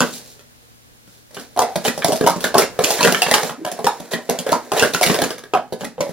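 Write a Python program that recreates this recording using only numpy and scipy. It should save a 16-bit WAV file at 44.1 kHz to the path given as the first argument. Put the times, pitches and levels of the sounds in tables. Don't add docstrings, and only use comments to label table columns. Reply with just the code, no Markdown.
import sys
import numpy as np
from scipy import signal
from scipy.fft import rfft, irfft, next_fast_len
from scipy.io import wavfile
from scipy.ndimage import uniform_filter1d

SR = 44100
rng = np.random.default_rng(int(sys.argv[2]) if len(sys.argv) > 2 else 0)


def master(y):
    cut = np.clip(np.atleast_2d(y).T, -1, 1)
    pcm = np.round(cut * 32767)
    wavfile.write(sys.argv[1], SR, pcm.astype(np.int16))


N = 270156

# (frequency [Hz], density [dB per Hz])
AIR_COLOUR = [(18, -54), (30, -4), (88, -5.5), (103, -12), (124, -13), (145, -5.5), (189, -14), (259, -8.5),
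              (486, -20), (540, -20), (988, -19), (11700, -27), (16000, -29)]
# (frequency [Hz], correlation [-1 to 1, clipped])
AIR_LIKENESS = [(60, -0.69), (180, 0.057), (550, -1), (1650, -0.59), (4970, -0.46), (15000, -0.22)]
# (time [s], level change [dB])
AIR_DRIFT = [(0, 6), (1.5, 5), (1.75, 6), (2.75, 11), (3.6, -11), (4.7, -12), (5.5, 2), (6.13, -3)]
# (frequency [Hz], rms level [dB])
HUM_PARTIALS = [(118.4, -67), (231.5, -74)]
AIR_DB = -55

# (time [s], hiss level [dB], scrape level [dB])
SLOW_SLIDE = [(0.0, -32.5, -42), (0.43, -59, -61.5), (1.38, -60.5, -65), (1.82, -42.5, -42),
              (2.23, -39.5, -37.5), (2.73, -52.5, -42.5), (3.05, -25, -27.5), (3.27, -36, -33.5),
              (3.51, -55, -47), (4.04, -49.5, -46.5), (4.69, -47, -42.5), (5.03, -34.5, -35),
              (5.49, -61.5, -55.5), (6.12, -64, -55)]
# (start [s], length [s], peak hiss level [dB], peak scrape level [dB])
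SLIDE_STROKES = [(0.122, 0.08, -39, -67), (0.254, .11, -50, -96), (1.07, 0.17, -57.5, -70),
                 (1.327, 0.15, -45, -45.5), (1.596, 0.13, -57, -33.5), (1.84, 0.062, -22.5, -24),
                 (2.037, 0.092, -33, -47), (2.422, 0.079, -31, -30), (2.562, 0.094, -23, -19.5),
                 (2.8, 0.22, -26.5, -29), (2.992, 0.15, -39, -31.5), (3.259, .14, -32, -27.5),
                 (3.37, 0.17, -32, -34.5), (3.654, 0.45, -50, -43.5), (4.108, 0.055, -29, -28),
                 (4.29, 0.18, -52, -39), (4.459, 0.14, -40, -27), (4.733, 0.17, -27, -22.5),
                 (4.93, .07, -33, -42), (5.017, 0.16, -26, -23), (5.126, 0.24, -36, -31),
                 (5.785, 0.11, -44.5, -43), (5.984, 0.19, -47, -44)]
# (frequency [Hz], density [dB per Hz])
HISS_COLOUR = [(1200, -24), (2500, -9.5), (4000, 0), (5500, 0), (7500, -2), (10000, -4.5), (13000, -5),
               (16000, -7.5)]
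# (frequency [Hz], density [dB per Hz])
BODY_COLOUR = [(150, -61), (300, 4), (450, 13), (800, 5), (1200, -3.5), (1700, 1), (2500, -7.5),
               (4000, -49.5)]
STROKE_SKEW = 0.76
TICKS_PER_S, TICK_DB = 500, 7.9794

# (start [s], length [s], first frequency [Hz], last frequency [Hz], rms level before the swell [dB])
CUP_HUMS = [(1.62, .14, 797, 762, -30), (2.09, 0.087, 563.4, 630, -21), (2.28, 0.12, 1143, 1100, -33),
            (2.8, 0.14, 526, 697, -28), (3.575, .085, 285, 350, -33), (3.7, 0.11, 690, 710, -40),
            (4.3, 0.13, 659, 657, -35.5), (4.725, .08, 730, 798, -27), (5.14, 0.043, 678, 686, -25),
            (5.56, 0.14, 750, 799, -41)]
HOLLOW_WIDTH_HZ = 120

# (time [s], cup air peak [dB], cup air frequency [Hz], wall frequency [Hz],
#  desk thud level [dB], wall level [dB], crack level [dB])
CUP_CLACKS = [(0.005, -6, 512, 1450, -17.5, -15.5, -18.5), (0.012, -25, 1090, 1500, -23.5, -18.5, -37),
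              (0.02, -19, 480, 1490, -33, -24.5, -44), (0.04, -12, 388, 1340, -36, -33, -57),
              (0.393, -37.5, 385, 1900, -65, -50.5, -50), (1.075, -45, 460, 1490, -46.5, -56, -53),
              (1.308, -39.5, 568, 1820, -55, -56, -51), (1.345, -37, 520, 2220, -48, -53, -37.5),
              (1.368, -22, 446, 1680, -38, -32.5, -50), (1.396, -39, 470, 1650, -37, -45, -36.5),
              (1.563, -16.5, 660, 1640, -47, -42, -42), (1.574, -7.5, 703, 1400, -45, -34.5, -33),
              (1.591, 0.5, 822, 1780, -35, -28, -19.5), (1.618, -5.5, 720, 2090, -29, -28.5, -22.5),
              (1.757, -8, 560, 1730, -22.5, -30.5, -24), (1.85, -13, 680, 2970, -28, -25.5, -27.5),
              (1.878, -13.5, 395, 1870, -23, -19.5, -24.5), (1.977, -12, 550, 1390, -31, -50, -29),
              (2.021, -34, 1170, 1740, -49, -24, -50), (2.045, -2.5, 656, 2000, -21, -28, -17),
              (2.083, -6, 506, 2090, -38, -46, -26.5), (2.121, -9.5, 640, 2630, -23, -55, -20.5),
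              (2.158, -20.5, 650, 1380, -49, -41, -27.5), (2.21, -2.5, 447, 1690, -34, -25.5, -31.5),
              (2.24, -5, 445, 1450, -29, -31, -34), (2.264, -2.5, 600, 2220, -43, -21, -20),
              (2.272, 0.5, 893, 1420, -41, -40, -20), (2.297, -13, 1110, 1300, -24.5, -45, -24.5),
              (2.361, -14, 365, 1360, -27.5, -48, -36), (2.406, -34, 651, 2420, -37, -44, -28.5),
              (2.441, -11, 573, 1604, -25, -16.5, -21), (2.542, -6.5, 687, 1620, -35, -24, -26),
              (2.551, 1, 735, 1310, -20.5, -28, -30), (2.581, -3.5, 424, 1390, -34, -15.5, -11),
              (2.619, -9.5, 555, 2120, -28, -23.5, -26), (2.79, -4, 480, 1240, -26.5, -21, -28),
              (2.839, -15, 340, 2600, -41, -19, -15), (2.904, -9, 694, 2770, -43, -28, -16.5),
              (2.99, -31, 576, 1750, -29, -24.5, -43), (3.007, -5.5, 980, 2450, -35, -22, -23.5),
              (3.029, -9.5, 590, 2600, -24, -18.5, -17.5), (3.047, -2, 510, 1820, -20, -13.5, -18),
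              (3.073, -8.5, 678, 1510, -17, -13, -22), (3.122, -8, 420, 2820, -36, -24, -20),
              (3.146, -26, 1100, 1740, -49, -15, -28), (3.219, -11, 760, 2700, -48, -13.5, -15.5),
              (3.264, -10.5, 560, 1650, -28.5, -21.5, -32), (3.312, -7.5, 580, 1970, -23, -15.5, -16.5),
              (3.339, -6, 860, 1730, -30, -12, -11.5), (3.379, -18, 880, 1690, -51, -21, -24),
              (3.431, -13, 510, 1720, -29, -29, -26.5), (3.495, -18, 505, 1360, -31.5, -27, -38),
              (3.648, -14.5, 680, 1690, -35, -30, -30.5), (3.664, -13.5, 660, 1740, -41, -31.5, -34),
              (3.715, -21.5, 700, 2530, -36, -55, -28), (3.79, -14.5, 702, 1310, -33, -56, -41.5),
              (3.844, -6.5, 474, 1890, -27, -27, -26.5), (3.867, -2, 857, 1670, -41, -25.5, -19.5),
              (4.0, -25, 656, 2700, -32, -48, -38), (4.135, -11, 406, 1870, -24, -21.5, -29.5),
              (4.188, -23, 670, 1810, -50, -61, -57), (4.291, -9, 460, 2090, -27.5, -29, -42),
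              (4.296, -9.5, 688, 1690, -26, -33.5, -21), (4.328, -20, 630, 2050, -48, -48, -45),
              (4.388, -19.5, 554, 2220, -30, -43, -23.5), (4.465, -12, 500, 1630, -38, -29.5, -33),
              (4.49, -10, 487, 1680, -40, -29, -31.5), (4.518, -4.5, 613, 1970, -20.5, -32.5, -23.5),
              (4.528, -1.5, 902, 1670, -30, -33, -25), (4.718, -8, 715, 1290, -34, -24.5, -24),
              (4.735, -10.5, 422, 1600, -33, -33, -33), (4.772, -13.5, 635, 3000, -38, -27.5, -30),
              (4.794, -22, 537, 2730, -36, -20, -19.5), (4.824, -4.5, 446, 1550, -35, -12, -18),
              (4.847, -7.5, 395, 1710, -44, -24, -45), (4.936, -14, 414, 2660, -33, -28, -24.5),
              (4.947, -13.5, 640, 1460, -30, -17, -22), (5.012, -5, 650, 2360, -37, -27, -19),
              (5.029, -28, 600, 2190, -44, -17, -13), (5.063, -11, 463, 2830, -20.5, -20, -20),
              (5.098, -6.5, 433, 1820, -14.5, -19, -36), (5.143, -14.5, 685, 1570, -36, -23.5, -23),
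              (5.188, -9, 630, 1800, -27, -26.5, -30), (5.218, -7, 480, 1680, -16, -21, -21.5),
              (5.238, -23, 400, 1290, -32, -26, -23.5), (5.306, -18, 415, 1630, -48, -30, -29),
              (5.381, -31, 533, 1680, -62, -40, -37), (5.436, -27.5, 404, 1720, -53, -39, -45),
              (5.536, -3, 783, 1290, -37, -18, -34.5), (5.55, -4.5, 740, 1380, -29, -27, -35.5),
              (5.571, -14, 650, 1270, -34, -26.5, -45), (5.724, -10.5, 442, 1590, -30, -40.5, -35),
              (5.809, -18.5, 504, 1710, -33, -35, -38), (5.834, -22, 830, 1660, -31.5, -40, -54),
              (5.845, -18.5, 417, 1940, -30, -32, -30.5), (5.981, -17, 508, 1290, -33, -45, -66),
              (6.006, -6.5, 574, 2110, -28, -28.5, -27), (6.067, -17.5, 538, 1730, -51, -53, -54),
              (6.092, -19, 330, 1700, -34, -55, -43)]
# (factor on the cup air frequency, width of one pass [Hz], relative level [dB])
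CUP_AIR_MODES = [(1.011, 222, 7.5), (0.65, 163, -1.5), (1.4, 173, -2)]
# (factor on the wall frequency, width of one pass [Hz], relative level [dB])
WALL_MODES = [(1, 430, 0), (.78, 500, -8), (1.27, 600, -7), (1.7, 1200, -11)]
# (frequency [Hz], width of one pass [Hz], relative level [dB])
DESK_MODES = [(128, 120, -6), (188, 85, 8), (236, 30, 12), (277, 40, 4), (76, 40, -4)]
# (frequency [Hz], density [dB per Hz])
CRACK_SPECTRUM = [(1470, -12), (2500, -11.5), (5110, -3.5), (7190, -7.5), (7830, -9), (9580, -7.5),
                  (16000, -15)]
CONTACTS_PER_S = 1000
CHATTER_T60_S, CHATTER_DB = 0.07, -1
FIRST_S = .015

# (frequency [Hz], t60 [s])
ROOM_T60 = [(150, 0.63), (400, 0.15), (1040, 0.21), (2760, 0.23), (7280, 0.26), (15000, 0.05)]
# (frequency [Hz], level [dB])
ROOM_LEVEL = [(100, -13.5), (500, -2.44), (2000, -3.5), (6000, -5.1), (15000, -3)]
LOW_CUT_HZ = 125

# (frequency [Hz], correlation [0 to 1])
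PORT_LIKENESS = [(60, .95), (500, .98), (900, .9), (1600, .9), (2300, .66), (3400, .6), (4200, .27),
                 (6000, .15), (9000, .32), (16000, .25)]
# (frequency [Hz], phase [rad])
PORT_LEAD = [(50, -2.0), (110, -1.65), (240, -1.1), (500, -.62), (900, -.42), (2200, -.15), (3400, -.15),
             (4500, -1.1), (6500, -2.9), (16000, -3.1)]
# (frequency [Hz], level difference [dB])
PORT_TILT = [(60, 18), (150, 0.5), (380, -1.5), (950, -3), (2380, -1.5), (5980, -0.5), (15000, 0)]
NOTCH_HZ, NOTCH_HALF_WIDTH_HZ, NOTCH_DB = 7900, 65, -16
EDGE_HZ = 16150


def gain_of(db):
    return 10 ** (np.asarray(db) / 20)


def evened(x):
    return x / np.sqrt(np.mean(x ** 2) + 1e-20)


def first_evened(x):
    return x / np.sqrt(np.mean(x[:round(FIRST_S * SR)] ** 2) + 1e-20)


def read(points, hz):
    f, value = np.transpose(points)
    return np.interp(np.log(hz + 1), np.log(f + 1), value)


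def add(mix, s, sound):
    part = mix[round(s * SR):][:len(sound)]
    part += sound[:len(part)]


def coloured(x, points):
    length = x.shape[-1]
    size = next_fast_len(length)
    gain = gain_of(read(points, np.fft.rfftfreq(size, 1 / SR)))
    return irfft(rfft(x, size) * gain, size)[..., :length]


def ring(x, modes, scale=1):
    out = 0
    for hz, width, db in modes:
        pole = np.exp((2j * np.pi * hz * scale - np.pi * width) / SR)
        twice = signal.lfilter([(1 - abs(pole)) ** 2], [1, -2 * pole, pole ** 2], x)
        out = out + gain_of(db) * twice.real
    return out / abs(out).max()


def ports(a, b, alike, lead, tilt_db):
    alike = np.clip(alike, -1, 1)
    left = rfft(a)
    right = alike * left + np.sqrt(1 - alike ** 2) * rfft(b)
    right = right * np.exp(-1j * lead)
    return irfft([left * gain_of(tilt_db / 2), right / gain_of(tilt_db / 2)], N)


def air(hz):
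    t = np.arange(N) / SR
    a, b = coloured(rng.standard_normal((2, N)), AIR_COLOUR)
    hiss = gain_of(AIR_DB) * evened(ports(a, b, read(AIR_LIKENESS, hz), 0, 0))
    pitch = 1 + 0.0223 * evened(uniform_filter1d(rng.standard_normal(N), 8000))
    wavering_t = np.cumsum(pitch) / SR
    hum = sum(np.sqrt(2) * gain_of(db) * np.sin(2 * np.pi * f * wavering_t) for f, db in HUM_PARTIALS)
    hum_balance = [[1.6], [.4]]
    drift = gain_of(np.interp(t, *np.transpose(AIR_DRIFT)))
    return (hiss + hum * hum_balance) * drift


def room(x):
    taps = np.zeros((2 * len(x), SR // 2))
    at = np.arange(200, SR // 2 - 10, 10) + rng.integers(0, 10, (len(taps), (SR // 2 - 201) // 10))
    np.put_along_axis(taps, at, rng.choice([-1., 1.], at.shape), 1)
    hz, t, bands = signal.stft(taps, SR, nperseg=512)
    bands = bands * gain_of(-60 * t / read(ROOM_T60, hz)[:, None])
    band_size = np.sqrt((abs(bands) ** 2).sum(2).mean(0))[:, None]
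    tail = signal.istft(bands / band_size, SR, nperseg=512)[1]
    tail = coloured(tail / np.linalg.norm(tail[0]), ROOM_LEVEL)
    tail *= np.clip((np.arange(tail.shape[1]) / SR - .003) / 0.0055, 0, 1)
    tail = tail.reshape(2, len(x), -1)
    tail[0, :, 0] = 1
    tail[1, :, 1:41] = rng.standard_normal((len(x), 40)) / np.sqrt(40)
    return signal.fftconvolve(x[None], tail, axes=2).sum(1)[:, :N]


def pressure():
    t = np.arange(N) / SR
    s, *dbs = np.transpose(SLOW_SLIDE)
    level = gain_of([np.interp(t, s, db) for db in dbs])
    for start, length, *dbs in SLIDE_STROKES:
        swell = np.sin(np.pi * np.linspace(0, 1, round(length * SR)) ** STROKE_SKEW)
        for row, db in zip(level, dbs):
            add(row, start, gain_of(db) * swell)
    return level


def slide(level):
    flicker_db = 2.5 * evened(uniform_filter1d(rng.standard_normal(N), 200))
    grain = rng.standard_normal(N) * gain_of(flicker_db)
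    catches = rng.random(N) * (rng.random(N) < TICKS_PER_S / SR)
    grain *= 1 + gain_of(TICK_DB) * np.convolve(catches, np.hanning(30), "same")
    hiss = evened(coloured(grain, HISS_COLOUR))
    scrape = evened(coloured(grain, BODY_COLOUR))
    return level[0] * hiss + level[1] * scrape


def hollow(start, length, from_hz, to_hz, db):
    u = np.linspace(0, 1, round(length * SR))
    r = np.exp(-np.pi * HOLLOW_WIDTH_HZ / SR)
    wobble = signal.lfilter([1], [1, -2 * r, r * r], rng.standard_normal((2, SR // 4)))[:, -len(u):]
    phase = 2 * np.pi * np.cumsum(from_hz + (to_hz - from_hz) * u) / SR
    tone = (wobble[0] + 1j * wobble[1]) * np.exp(1j * phase)
    swell = np.sin(np.pi * u ** STROKE_SKEW)
    return start, gain_of(db) * swell * evened(tone.real)


def clack(row, chance):
    s, peak_db, air_hz, wall_hz, thud_db, wall_db, crack_db = row
    t = np.arange(chance.shape[1]) / SR
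    dying = gain_of(CHATTER_DB - 60 * t / CHATTER_T60_S)
    contacts = (chance[0] < CONTACTS_PER_S / SR) * (2 * chance[1] - 1) * dying
    contacts[0] = 1
    burst = t[:400] / .0007 * np.exp(1 - t[:400] / .0007)
    grit = np.convolve(abs(contacts), burst)[:len(t)] + .15 * dying
    wall_drive = contacts + 0.31 * grit * (2 * chance[3] - 1)
    cup_air = gain_of(peak_db) * ring(contacts, CUP_AIR_MODES, air_hz)
    thud = gain_of(thud_db) * first_evened(ring(contacts, DESK_MODES))
    wall = gain_of(wall_db) * first_evened(ring(wall_drive, WALL_MODES, wall_hz))
    crack = gain_of(crack_db) * first_evened(coloured(grit * (2 * chance[2] - 1), CRACK_SPECTRUM))
    fade_out = np.minimum((t[-1] - t) / .01, 1)
    return s, (cup_air + thud + wall + crack) * fade_out


def scene():
    hz, level = np.fft.rfftfreq(N, 1 / SR), pressure()
    spots = np.array([slide(level) / 2 for _ in range(4)])
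    chances = rng.random((len(CUP_CLACKS), 4, 4500))
    for k, (row, chance) in enumerate(zip(CUP_CLACKS, chances)):
        add(spots[k % len(spots)], *clack(row, chance))
    for k, row in enumerate(CUP_HUMS):
        add(spots[k % len(spots)], *hollow(*row))
    low_cut = signal.butter(3, LOW_CUT_HZ, "high", fs=SR, output="sos")
    cups = signal.sosfilt(low_cut, room(spots))
    heard = ports(*cups, read(PORT_LIKENESS, hz), read(PORT_LEAD, hz), read(PORT_TILT, hz))
    return heard + air(hz)


def record(dry):
    hz = np.fft.rfftfreq(N, 1 / SR)
    notch_db = NOTCH_DB / (1 + ((hz - NOTCH_HZ) / NOTCH_HALF_WIDTH_HZ) ** 2)
    notched = irfft(rfft(dry) * gain_of(notch_db), N)
    band_limit = signal.firwin(511, EDGE_HZ, window=("kaiser", 9), fs=SR)
    return signal.oaconvolve(np.clip(notched, -1, 1), band_limit[None], "same")


dry = scene()
out = record(dry)
master(out)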